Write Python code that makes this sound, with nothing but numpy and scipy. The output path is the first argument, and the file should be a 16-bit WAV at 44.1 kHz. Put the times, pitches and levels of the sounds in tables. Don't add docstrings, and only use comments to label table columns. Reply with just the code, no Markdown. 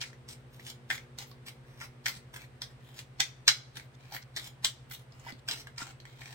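import sys
import numpy as np
from scipy import signal
from scipy.fft import rfft, irfft
from scipy.io import wavfile
from scipy.ndimage import uniform_filter1d

SR = 44100
rng = np.random.default_rng(int(sys.argv[2]) if len(sys.argv) > 2 else 0)


def materialize(psi):
    bounded = np.clip(np.atleast_2d(psi).T, -1, 1)
    quanta = np.round(bounded * 32767).astype(np.int16)
    wavfile.write(sys.argv[1], SR, quanta)


N = 279770
TIME_S = np.arange(N) / SR

# start in seconds, edge blow in relative dB, its ring in Hz, delay of flat blow in seconds,
# flat blow in relative dB, its ring in Hz, rub length in seconds, rub in relative dB, drag in relative dB,
# hollow body offset in dB, crisp treble offset in dB (the grip sets both for the whole stroke).
DROPS = [(0.0138, -9.5, 4350, 0.024, -15.5, 2380, 0.012, -35, -54.5, 1, -1.5),
         (0.288, -30, 5970, 0.018, -34, 4120, 0.044, -45.5, -73, 1.5, 7),
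         (0.9023, -1.5, 2150, 0.0083, -3, 2260, 0.059, -41.5, -64, 7, 1),
         (1.186, -13.5, 6130, 0.03, -27, 2170, 0.051, -44.5, -59, 7, 6),
         (1.466, -32, 1830, 0.016, -20.5, 2200, 0.027, -44, -75, 2.5, 2),
         (2.0587, -3.5, 2100, 0.0049, -2, 2100, .039, -37, -50, 0, 2.5),
         (2.341, -24, 1680, 0.021, -17, 1710, 0.03, -46, -54, 5, 6),
         (2.6184, -9, 5140, .003, -33, 1800, 0.018, -44.5, -63, 8.5, 5.5),
         (3.201, 0.5, 3550, .0026, 4, 3254, 0.016, -33, -50.5, 3.5, 0),
         (3.4789, 12.5, 2150, 0.0084, 3, 2100, 0.017, -31, -54, -1, -1.5),
         (3.759, -30, 1640, 0.01, -17.5, 3670, 0.017, -41.5, -64.5, 5.5, 4),
         (4.3635, -10, 4320, 0.0065, -10.5, 1840, 0.032, -39, -44, 1, 0.5),
         (4.6462, 4, 4060, 0.0066, -3.5, 2210, 0.0074, -32, -73, 0.5, 6.5),
         (4.911, -18.5, 1600, 0.037, -19.5, 3900, 0.035, -41, -62, 0, 8),
         (5.4862, -4.5, 5200, 0.025, -5, 3370, 0.05, -36, -47, 3, -1),
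         (5.7807, -13, 5200, 0.027, -19, 1370, 0.051, -39, -49.5, 5, -7)]
# scrape start in seconds, draw in relative dB, scrape length in seconds, scrape in relative dB,
# delay of tap in seconds, tap in relative dB, its ring in Hz, hollow body offset in dB, crisp treble offset in dB.
CUTS = [(0.666, -59.5, 0.037, -42.5, 0, -17, 3470, 1.5, 4),
        (1.808, -63.5, 0.047, -45, 0.005, -16.5, 2070, 7.5, 0.5),
        (2.972, -60.5, 0.028, -47.5, .018, -15.5, 2900, 3.5, 2.5),
        (4.138, -60.5, 0.024, -38, 0.027, -13.5, 2200, 6, 3),
        (5.27, -62, .037, -43.5, 0.015, -18, 1600, 11, 0.5),
        (6.208, -59.5, 0.14, -51.5, 0.0091, -20, 2300, 9, -4.5)]


def undb(db):
    return 10 ** (np.asarray(db) / 20)


def unit(x):
    return x / np.linalg.norm(x, axis=-1, keepdims=True)


def shape(points, size):
    hz, db = np.transpose(points)
    bins_hz = np.maximum(np.fft.rfftfreq(size, 1 / SR), 1)
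    return undb(np.interp(np.log(bins_hz), np.log(hz), db))


def colour(x, points):
    size = x.shape[-1]
    return irfft(rfft(x) * shape(points, size), size)


def add(out, start_s, x):
    i = max(int(start_s * SR), 0)
    part = x[:max(len(out) - i, 0)]
    out[i:i + len(part)] += part


def fade(t, t60_s):
    return np.exp(-np.log(1000) * t / t60_s)


def ring(hz, t60_s, size):
    t = np.arange(size) / SR
    return unit(np.sin(2 * np.pi * hz * t) * fade(t, t60_s))


def air(air_db=-60):
    # frequency in Hz, relative spectral level in dB.
    air_outline = [(20, -33.5), (42, -2), (62, 2), (100, -0.5), (170, -4.5), (300, -11), (480, -10),
                   (1060, -15.5), (1900, -18), (3500, -25), (7000, -36.5), (8600, -30.5), (10500, -43),
                   (16000, -44)]
    mid, side = colour(rng.standard_normal((2, N)), air_outline)
    side = colour(side, [(60, -8.5), (250, -7.5), (700, -1.5), (1500, 0.0)])
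    return undb(air_db) * (mid + side * np.array([[1], [-1]])) / np.std(mid)


def walk(rate_hz):
    k = int(SR / rate_hz)
    steps = np.repeat(rng.standard_normal(N // k + 1), k)
    return 1.3 * uniform_filter1d(uniform_filter1d(steps, k), k)[:N]


def tone(hz, rms_db, waver_rad, turn, first_throb_s=.005):
    cycles = hz * (TIME_S - first_throb_s) + turn
    return np.sqrt(2) * undb(rms_db) * np.sin(2 * np.pi * cycles + waver_rad * walk(5.5))


def appliance():
    # frequency in Hz, rms level in dB.
    hum_lines = [(109.4, -69), (120, -59.5), (130.6, -55.7), (141.2, -70), (250.6, -79)]
    # frequency in Hz, rms level in dB before the swell.
    whine_lines = [(239.8, -66), (299.5, -78), (359.7, -70), (425.3, -74.5), (479.1, -71.5), (532.9, -75),
                   (624.5, -88)]
    # time in seconds, gain in dB.
    whine_swell = [(0, -0.5), (.9, 1.5), (2, -0.5), (2.8, -3), (3.8, -9), (6.3, -5)]
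    turn = rng.random()
    hum = sum(tone(hz, db, .3, turn) for hz, db in hum_lines)
    whine = sum(tone(hz, db, .25, rng.random()) for hz, db in whine_lines)
    return hum + whine * undb(np.interp(TIME_S, *np.transpose(whine_swell)))


def room(x, clutter_db=-5, clutter_t60_s=0.018, early_db=3.0, early_t60_s=0.15, late_db=-15, late_t60_s=0.41,
         late_top_db=-8, ring_db=-10, room_db=2.5, size=256):
    # delay in seconds, level in dB against the direct sound.
    echoes = [(.0011, 3), (.0029, -5.5), (.0071, -17), (.0097, -16.5)]
    # frequency in Hz, relative level in dB, T60 in seconds.
    desk_modes = [(1675, -20.5, 0.045), (1965, -17, 0.056), (2010, -32.5, 0.12), (3270, -20, 0.04),
                  (5370, -12.5, 0.098), (5670, -21, 0.17)]
    port_lag_s, echo_scatter_s, build_s = .00016, 0.00032, 0.0012
    t = np.arange(SR * 3 // 4) / SR
    clutter, early, late = rng.standard_normal((3, 2, len(t)))
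    build = 1 - np.exp(-t / build_s)
    late = colour(late, [(300, 0.82), (2000, 0), (6000, 0.0), (11000, late_top_db)])
    response = undb(clutter_db) * unit(clutter * fade(t, clutter_t60_s))
    response += undb(early_db) * unit(early * build * fade(t, early_t60_s))
    response += undb(late_db) * unit(late * build * fade(t, late_t60_s))
    for port, lag_s in zip(response, (port_lag_s, 0)):
        add(port, lag_s, np.ones(1))
        for delay_s, db in echoes:
            add(port, delay_s + rng.uniform(0, echo_scatter_s), undb([db]))
    for hz, db, t60_s in desk_modes:
        response += undb(db + ring_db) * ring(hz, t60_s, len(t))
    paths = rfft(np.pad(response, ((0, 0), (size, 0))))
    paths /= np.sqrt(uniform_filter1d(np.abs(paths) ** 2, size))
    wet = signal.fftconvolve(x[None], irfft(paths), axes=1)
    return undb(room_db) * wet[:, size:size + N]


def moving_hands(cards, count=5, shift_s=.08):
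    place = np.searchsorted([row[0] - shift_s for row in DROPS], TIME_S) % count
    return sum(room(cards * (place == k)) for k in range(count))


def shade(ports):
    # frequency in Hz, left minus right in dB.
    port_balance = [(300, -0.5), (700, -2), (1300, 1), (2300, 1), (4600, -1), (8500, 2), (13000, 0)]
    outlines = [[(hz, sign * db / 2) for hz, db in port_balance] for sign in (1, -1)]
    return np.array([colour(port, outline) for port, outline in zip(ports, outlines)])


def knocks(knock_t60_s=.052, size=6000):
    # start in seconds, pitch in Hz, relative energy in dB.
    hand_knocks = [(1.315, 1124, -29), (1.816, 1384, -17.5), (2.163, 194, -24), (4.122, 813, -21.5),
                   (5.266, 937, -17), (5.325, 246, -19), (5.485, 1554, -15.5), (5.498, 300, -25),
                   (5.818, 1405, -14.5), (5.82, 255, -20)]
    # frequency in Hz, relative level in dB added to the edge blow, T60 in seconds.
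    jolt_modes = [(300, -37, 0.033), (816, -36, 0.018), (1500, -24, 0.027)]
    out = np.zeros(N)
    for start_s, hz, db in hand_knocks:
        add(out, start_s, undb(db) * ring(hz, knock_t60_s, size))
    for start_s, blow_db, *_, hollow_db, _ in DROPS:
        for hz, db, t60_s in jolt_modes:
            add(out, start_s, undb(blow_db + hollow_db + db) * ring(hz, t60_s, size))
    return out


def card_ring(outline, body_db, edge_db, size=1024):
    contact = [(2000, body_db), (3300, 0.0039), (6500, 0.0037), (11000, edge_db)]
    cepstrum = irfft(np.log(shape(outline, size) * shape(contact, size)))
    cepstrum[1:size // 2] *= 2
    cepstrum[size // 2 + 1:] = 0
    return unit(irfft(np.exp(rfft(cepstrum))))


def rubs():
    touch_s, drop_run_up_s, drag_pause_s, drag_s = 0.0024, 0.013, 0.02, .058
    draw_s, cut_run_up_s = .135, .03
    rows = []
    for start_s, *_, length_s, rub_db, drag_db, hollow_db, crisp_db in DROPS:
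        drag_start_s = start_s + length_s + drag_pause_s
        rows.append((start_s - touch_s, length_s + touch_s, drop_run_up_s, rub_db, hollow_db, crisp_db))
        rows.append((drag_start_s, drag_s, drop_run_up_s, drag_db, hollow_db, crisp_db))
    for start_s, draw_db, length_s, scrape_db, *_, hollow_db, crisp_db in CUTS:
        rows.append((start_s - draw_s, draw_s, cut_run_up_s, draw_db, hollow_db, crisp_db))
        rows.append((start_s, length_s, cut_run_up_s, scrape_db, hollow_db, crisp_db))
    return rows


def slides(catches_per_s=800, release_s=0.0011, slide_db=-4, grip_db=4.0):
    # frequency in Hz, relative level in dB.
    paper_outline = [(100, -25.5), (250, -7.5), (600, -12.5), (800, -3.5), (1150, -7), (1600, -5),
                     (2100, -1), (2600, -1), (3300, 4), (5600, 1.5), (7000, -4.5), (8300, -7.5),
                     (10500, -21), (15500, -18.5)]
    rub_body_db, rub_edge_db, pressed_db, dull_db_per_db = 1.5, 10, -36.5, 1.15
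    boost_db = 3 * np.minimum(rng.exponential(size=N), 3)
    catches = (rng.random(N) < catches_per_s / SR) * rng.standard_normal(N) * undb(boost_db)
    friction = unit(unit(catches) + .5 * unit(rng.standard_normal(N))) * np.sqrt(N)
    bands_hz = np.geomspace(600, 12000, 22)
    out, rows = np.zeros(N), rubs()
    grips = rng.standard_normal((len(rows), len(bands_hz)))
    for (start_s, length_s, run_up_s, db, hollow_db, crisp_db), grip in zip(rows, grips):
        edge_db = crisp_db + rub_edge_db - dull_db_per_db * max(db - pressed_db, 0)
        near = (TIME_S > start_s - 4 * run_up_s) & (TIME_S < start_s + length_s + 6 * release_s)
        t = TIME_S[near] - start_s
        speed = np.exp(2 * np.minimum(t, 0) / run_up_s - np.maximum(t - length_s, 0) / release_s)
        paper = np.pad(card_ring(paper_outline, rub_body_db + hollow_db, edge_db), 64)
        paper = unit(colour(paper, np.c_[bands_hz, grip_db * grip]))
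        rub = signal.fftconvolve(friction[near] * speed, paper)
        add(out, TIME_S[near][0], undb(db + slide_db) * rub)
    return out


def blows(count=3):
    # start in seconds, relative energy in dB, ring in Hz.
    flicks = [(0.13, -28, 2000), (0.596, -24.5, 2010), (.9782, -18, 2150), (1.314, -29, 4680),
              (2.44, -30, 1990), (3.797, -21, 2250), (4.123, -21.5, 5730), (5.122, -32.5, 5030),
              (5.197, -33, 6800), (5.3223, -24.5, 4550), (5.6702, -19.5, 1650), (6.001, -26.5, 4280),
              (6.053, -22.5, 2030), (6.257, -21, 2380)]
    stray_db, stray_scatter_db, stray_hz = 13.5, 4, 2810
    rows = [(start_s, db, hz, 0, 0) for start_s, db, hz in flicks]
    for start_s, edge_db, edge_hz, after_s, flat_db, flat_hz, *_, hollow_db, crisp_db in DROPS:
        rows.append((start_s, edge_db, edge_hz, hollow_db, crisp_db))
        rows.append((start_s + after_s, flat_db, flat_hz, hollow_db, crisp_db))
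    for start_s, *_, after_s, db, hz, hollow_db, crisp_db in CUTS:
        rows.append((start_s + after_s, db, hz, hollow_db, crisp_db))
    for start_s, length_s, _, db, hollow_db, crisp_db in rubs():
        for when, force, octaves in rng.uniform(-1.1, 1, (count, 3)):
            tick_s = start_s + length_s * (1 + when) / 2
            tick_db = db + stray_db + stray_scatter_db * force
            rows.append((tick_s, tick_db, stray_hz * 2 ** octaves, hollow_db, crisp_db))
    return rows


def snaps(patter_s=0.0012, patter=1.3, snap_db=-1, size=400):
    # frequency in Hz, relative level in dB.
    deck_outline = [(100, -34.5), (250, -46), (520, -29.5), (820, -17), (1080, -22.5), (1600, -5.5),
                    (2100, 0), (2550, -13.5), (3220, -1), (4450, -8), (5650, -5.5), (6800, -14),
                    (8000, -13), (10500, -31.5), (15500, -31)]
    neutral_hz, body_db_per_octave, body_db_per_soft_db = 2630, 12.5, 0.04
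    blow_edge_db, edge_db_per_soft_db = 4.5, 0.18
    flex_share_db, flex_db_per_soft_db = -14, 0.69
    out, t, rows = np.zeros(N), np.arange(size) / SR, blows()
    chances = rng.standard_normal((len(rows), size))
    for (start_s, db, hz, hollow_db, crisp_db), chance in zip(rows, chances):
        octaves_below = np.log2(neutral_hz / hz)
        body_db = hollow_db + body_db_per_octave * octaves_below - body_db_per_soft_db * db
        edge_db = crisp_db + blow_edge_db - edge_db_per_soft_db * db
        blow = patter * unit(chance * np.abs(chance) * np.exp(-t / patter_s))
        blow[0] += 1
        crack = unit(np.convolve(blow, card_ring(deck_outline, body_db, edge_db)))
        flex = ring(hz, 20 / hz, len(crack))
        flex_gain = undb(flex_share_db - flex_db_per_soft_db * db)
        add(out, start_s, undb(db + snap_db) * unit(crack + flex_gain * flex))
    return out


def scene(knock_room_db=-8, knock_direct_db=-4):
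    bumps = knocks()
    cards = snaps() + slides() + undb(knock_room_db) * bumps
    return shade(moving_hands(cards)) + undb(knock_direct_db) * bumps + appliance() + air()


def record(dry, full_scale=.92, top_hz=15950):
    rounded = dry / (1 + (dry / full_scale) ** 6) ** (1 / 6)
    low_pass = signal.ellip(10, .2, 70, top_hz, fs=SR, output="sos")
    return signal.sosfilt(low_pass, rounded)


dry = scene()
out = record(dry)
materialize(out)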